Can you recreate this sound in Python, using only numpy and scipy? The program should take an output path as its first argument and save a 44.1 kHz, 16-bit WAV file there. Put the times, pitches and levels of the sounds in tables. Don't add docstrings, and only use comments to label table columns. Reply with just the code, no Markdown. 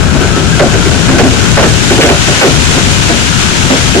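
import sys
import numpy as np
from scipy import signal
from scipy.fft import rfft, irfft
from scipy.io import wavfile
from scipy.ndimage import uniform_filter1d, minimum_filter1d

SR = 44100
rng = np.random.default_rng(int(sys.argv[2]) if len(sys.argv) > 2 else 0)


def store_wav(level_fs):
    pcm = np.round(np.clip(np.atleast_2d(level_fs), -1, 1) * 32767)
    wavfile.write(sys.argv[1], SR, pcm.T.astype(np.int16))


N = 176400
T = np.arange(N) / SR

# t/s, thump level/dB, clash level/dB, thump t60/s, sharp share of the clash/0-1, ring f/Hz, ring level/dB
LOAD_KNOCKS = [(0.140, -12, -25, 0.4, 0.2, 459, -22), (0.205, -12.5, -19, 0.55, .4, 358, -11.5),
               (0.356, -14.5, -19, 0.39, 0.22, 366, -11), (0.593, 3, -3, 0.2577, 0, 588, -2),
               (0.730, -11.5, -12.5, 0.37, 0.09, 387, -11), (0.856, -9.5, -16.5, 0.28, 0.44, 360.2, -6.5),
               (1.081, -8.5, -10, .4, 0.03, 275, -5.5), (1.132, -11.5, -16.5, 0.29, 0.03, 333, -8.5),
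               (1.182, -3, -4, 0.3075, 0.2, 460, -7.5), (1.228, -9.5, -16.5, 0.56, 0.07, 261, -5),
               (1.57, -3, 0, 0.31, 0.01, 532, -8), (1.625, -3, -2.5, 0.2625, 0.04, 563.6, -6.5),
               (1.899, -5.5, -10, 0.46, 0.35, 333, -8.5), (1.974, -4, -15, 0.5159, 0.22, 387, -8.5),
               (2.009, 1.5, 4.5, 0.2781, 0.61, 262, -1.5), (2.04, -3, -12, 0.19, 0, 460, -4),
               (2.087, 0, 0.5, 0.22, 0.23, 649, -4), (2.274, -6, -14, 0.2458, 0.07, 387, -11.5),
               (2.411, 1.5, 3.5, 0.34, 0.28, 540, -7), (2.432, -4.5, -15, 0.1968, 0.02, 451, -2),
               (2.737, -8.5, -15, 0.03, .1, 333, -17), (2.762, -11, -17.5, 0.19, .05, 261, -10),
               (2.866, -10, -22.5, 0.05, 0, 261, -7.5), (3.088, -9.5, -12.5, 0.324, 0.03, 334, -7.5),
               (3.21, -14, -30.5, 0.03, 0.11, 221, -15.5), (3.699, -3, -8.5, 0.31, 0.13, 285, -3),
               (3.943, -6, -14, .5, 0.02, 387, -7.5)]
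# f/Hz, level/dB, t60/s
BED_MODES = [(149.37, -7.5, 0.18), (220.95, -7.5, 0.096), (261.25, -2.5, 0.09), (333, -3, 0.067),
             (387.7, -2, 0.0635), (460.4, -4, 0.0373), (535.5, -7.5, 0.0643), (597.8, -6.5, 0.067),
             (690.53, -6, 0.0434), (793.2, -9, 0.023), (1108, -13.5, 0.0253), (1536.5, -13.5, 0.062)]
THUMP_ATTACK_S, THUMP_HOLD_S = 0.00843, 0.00203


def from_db(db):
    return 10 ** (np.asarray(db) / 20)


def rms_one(x):
    return x / np.sqrt(np.mean(x ** 2) + 1e-20)


def in_time(rows):
    return np.interp(T, *np.transpose(rows))


def pan(db):
    return from_db([[db], [-db]])


def colour(x, spectrum, column=1):
    table, hz = np.array(spectrum), np.arange(N + 1) * SR / (2 * N)
    gain = from_db(np.interp(np.log(hz + 1e-3), np.log(table[:, 0]), table[:, column])) * (hz > 10)
    return irfft(rfft(x, 2 * N) * rms_one(gain))[..., :N]


def drift(rate_hz):
    r = np.exp(-80 * np.pi * rate_hz / SR)
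    slow = signal.lfilter([1], [1, -2 * r, r * r], rng.standard_normal(N // 40 + 2002))[2000:]
    return np.interp(np.arange(N) / 40, np.arange(len(slow)), rms_one(slow))


def resonate(x, modes):
    body_cut_hz = 3030
    out, power = 0, 0
    for k, (hz, db, t60) in enumerate(modes):
        r = np.exp(-np.log(1000) / (t60 * SR))
        zeros = np.sqrt((1 - r * r) / 2) * np.array([1, 0, -1])
        poles = [1, -2 * r * np.cos(2 * np.pi * hz / SR), r * r]
        out = out + (-1) ** k * from_db(db) * signal.lfilter(zeros, poles, x + 1e-18)
        power += from_db(db) ** 2
    return signal.sosfilt(signal.butter(2, body_cut_hz, fs=SR, output="sos"), out) / np.sqrt(power)


def contacts(per_s, spread_db, channels=3):
    chance, size = rng.random((2, channels, N))
    hit, clicks = chance < per_s / SR, np.zeros((channels, N))
    draw = 2 * size[hit] - 1
    excess = np.minimum(-np.log(np.abs(draw) + 1e-9), 5)
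    clicks[hit] = np.sign(draw) * from_db(spread_db * excess)
    return rms_one(clicks)


def blows(times, gains, t60s, attack_s=THUMP_ATTACK_S, hold_s=THUMP_HOLD_S):
    power = np.zeros(N)
    for onset, gain, t60 in zip(times, gains, t60s):
        start = int(onset * SR)
        age = T[:min(N - start, SR // 2)]
        rise = np.minimum(age / attack_s, 1)
        fall = np.exp(-np.log(1000) * np.maximum(age - attack_s - hold_s, 0) / t60)
        power[start:start + len(age)] += (gain * rise * fall) ** 2
    return np.sqrt(power)


def at_microphone(paths, scatter):
    # t/s, lead of the left side/ms
    left_lead = [(0, 0.00534), (1.4, 0.0535), (3.1, 0.227), (4, 0.275)]
    delayed = np.interp(T - in_time(left_lead) / 1000, T, paths[0])
    direct = np.array([paths[0], delayed])
    return (direct + scatter * paths[1:]) / np.sqrt(1 + scatter ** 2)


def wind():
    # f/Hz, relative level/dB
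    eddy_spectrum = [(12, -9), (25, -14), (45, -5.5), (70, -1.26), (110, -1.07), (170, -3), (250, -8.5),
                     (400, -15.5), (700, -25.5), (2000, -41.5), (8000, -87.5)]
    # t/s, level/dB
    gusts = [(0, -3), (.5, -6), (.8, -3.5), (1.3, -3), (1.9, -4), (2.3, -8), (2.7, -3.5), (3.3, -6.5),
             (4, -6)]
    sheltered_db = -24
    eddies = colour(rng.standard_normal((2, N)), eddy_spectrum)
    return eddies * from_db(in_time(gusts) + drift(12.3)) * from_db([[0], [sheltered_db]])


def tyres():
    # f/Hz, relative level left/dB, relative level right/dB
    hiss_spectrum = [(300, -9, -12.5), (782.5, -1.5, -2), (1200, -2.45, -2.5), (1924, 3, -5), (2970, 5, -2),
                     (4750, -1.2317, -5), (6382.6, -1, -2), (7180, -7, 0.8), (8234, -10, -8),
                     (9494, -10, -11), (11910, -25.5, -21), (13200, -28, -37.5), (15500, -54, -54.5)]
    # t/s, level/dB
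    approach = [(0, -19), (.3, -17.5), (.9, -15), (1.3, -14.5), (1.9, -12), (2.15, -13), (2.3, -11),
                (2.6, -11.5), (3.0, -12), (3.4, -12.5), (3.6, -13), (3.73, -12.5), (4, -12.5)]
    # f/Hz, relative level/dB
    rumble_spectrum = [(20, -24.5), (50, 1), (70, -7.5), (85, 3), (108, -8), (150, -0.5), (190, -7),
                       (300, -13), (600, -19), (1500, -48.5)]
    # t/s, level/dB
    rumble_level = [(0, -18.5), (1.4, -20), (2.1, -20), (2.3, -22), (2.6, -23), (3.2, -20.5), (3.35, -26),
                    (3.5, -21.5), (4, -24)]
    grit_db, flutter_db = -9, 0.5
    spray = rng.standard_normal((2, N))
    grit = from_db(grit_db) * contacts(per_s=1500, spread_db=4, channels=2)
    hiss = np.array([colour(spray[side] + grit[side], hiss_spectrum, side + 1) for side in range(2)])
    hiss *= pan(db=1.68) * from_db(in_time(approach) + flutter_db * drift(25.3))
    rumble = at_microphone(colour(rng.standard_normal((3, N)), rumble_spectrum), scatter=0.163)
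    return hiss + from_db(in_time(rumble_level)) * rumble


def rubbing_steel():
    # f/Hz, level/dB, t60/s
    steel_modes = [(947, -7.5, 0.0161), (1304, -5, 0.0285), (1399.4, -2.5, 0.0287), (1510.1, -1.5, 0.0249),
                   (1666, -5, 0.0147), (2550, -10.5, 0.026)]
    level_db, fade_db_per_s = -18.5, 0.18
    effort = from_db(level_db - fade_db_per_s * T + drift(4.4))
    singing = resonate(effort * contacts(per_s=1200, spread_db=2.5), steel_modes)
    return pan(db=4.5) * at_microphone(singing, scatter=1.46)


def squeaks():
    # t/s, length/s, f/Hz, level/dB
    slips = [(0.204, 0.075, 1510, -22), (0.308, 0.116, 1300, -21.5), (0.52, 0.0366, 1610, -18.5),
             (0.72, 0.0515, 1570, -20.5), (0.794, 0.06, 1410, -22), (1.134, 0.041, 1520, -17)]
    waver = 0.01207
    out = 0
    for onset, length, hz, db in slips:
        swell = np.sin(np.pi * np.clip((T - onset) / length, 0, 1))
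        cycles = np.cumsum(hz * (1 + waver * drift(59))) / SR
        out = out + from_db(db) * swell * np.sqrt(2) * np.sin(2 * np.pi * cycles)
    return pan(db=4.5) * out


def hollow_ring():
    spread_octaves, waver_rad, t60_share = 0.139, 0.805, 0.618
    times, _, _, t60, _, ring_hz, ring_db = np.transpose(LOAD_KNOCKS)
    octaves_off = np.log2(np.array(BED_MODES)[:, :1] / ring_hz)
    nearness = np.exp(-(octaves_off / spread_octaves) ** 2) + 1e-12
    shares = nearness / np.linalg.norm(nearness, axis=0)
    ring = 0
    for (hz, _, _), share in zip(BED_MODES, shares):
        phase = 2 * np.pi * (hz * T + rng.random((3, 1))) + waver_rad * drift(24.6)
        ring = ring + np.sin(phase) * blows(times, from_db(ring_db) * share, t60 * t60_share)
    return at_microphone(ring, scatter=0.213)


def clashing_rails():
    # f/Hz, relative level/dB
    clash_spectrum = [(150, -18.5), (400, 0), (750, 2), (1050, -5.5), (1500, 1), (2100, -5), (3200, -10.5),
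                      (5000, -14.5), (9000, -24.5), (15000, -49)]
    # f/Hz, relative level/dB
    edge_spectrum = [(300, -19), (1200, -15.5), (2200, 2), (3000, 1), (4200, -7), (6000, -7.5), (9000, -15),
                     (15000, -30.5)]
    t60_share = 0.508
    times, _, clash_db, t60, sharp, _, _ = np.transpose(LOAD_KNOCKS)
    rails = 0
    for share, spectrum in ((1 - sharp, clash_spectrum), (sharp, edge_spectrum)):
        gains = from_db(clash_db) * np.sqrt(share)
        envelope = blows(times, gains, t60 * t60_share, attack_s=0.00271, hold_s=0.0112)
        rails = rails + envelope * colour(contacts(per_s=5000, spread_db=2.0), spectrum)
    return pan(db=1.98) * at_microphone(rails, scatter=0.89)


def thumping_bed():
    # t/s, level/dB
    rattle_level = [(0, -20.5), (.3, -20), (.5, -18), (.8, -17.5), (1.0, -20), (1.3, -20.5), (1.5, -27.5),
                    (2.1, -22), (2.22, -27), (2.6, -24.5), (3.0, -23.5), (3.35, -31.5), (3.55, -25),
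                    (4, -25.5)]
    flutter_db = 2.5
    times, thump_db, _, t60, _, _, _ = np.transpose(LOAD_KNOCKS)
    thump = blows(times, from_db(thump_db), t60)
    rattle = from_db(in_time(rattle_level) + flutter_db * drift(9.8))
    force = np.hypot(thump, rattle) * contacts(per_s=5000, spread_db=1.5)
    return pan(db=1) * at_microphone(resonate(force, BED_MODES), scatter=0.217)


def scene():
    load = thumping_bed() + clashing_rails() + hollow_ring() + rubbing_steel() + squeaks()
    return load + tyres() + wind()


def record(dry):
    limit_level, limit_s, clip_hardness = 1.617, 0.00335, 9.66
    rolloff_hz, cutoff_hz = 15080, 16500
    span = int(limit_s * SR)
    allowed_gain = 1 / np.maximum(np.abs(dry) / limit_level, 1)
    limited = dry * uniform_filter1d(minimum_filter1d(allowed_gain, span), span)
    clipped = limited / (1 + np.abs(limited) ** clip_hardness) ** (1 / clip_hardness)
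    dulled = signal.sosfilt(signal.butter(3, rolloff_hz, fs=SR, output="sos"), clipped)
    return signal.sosfilt(signal.cheby2(12, 60, cutoff_hz, fs=SR, output="sos"), dulled)


dry = scene()
out = record(dry)
store_wav(out)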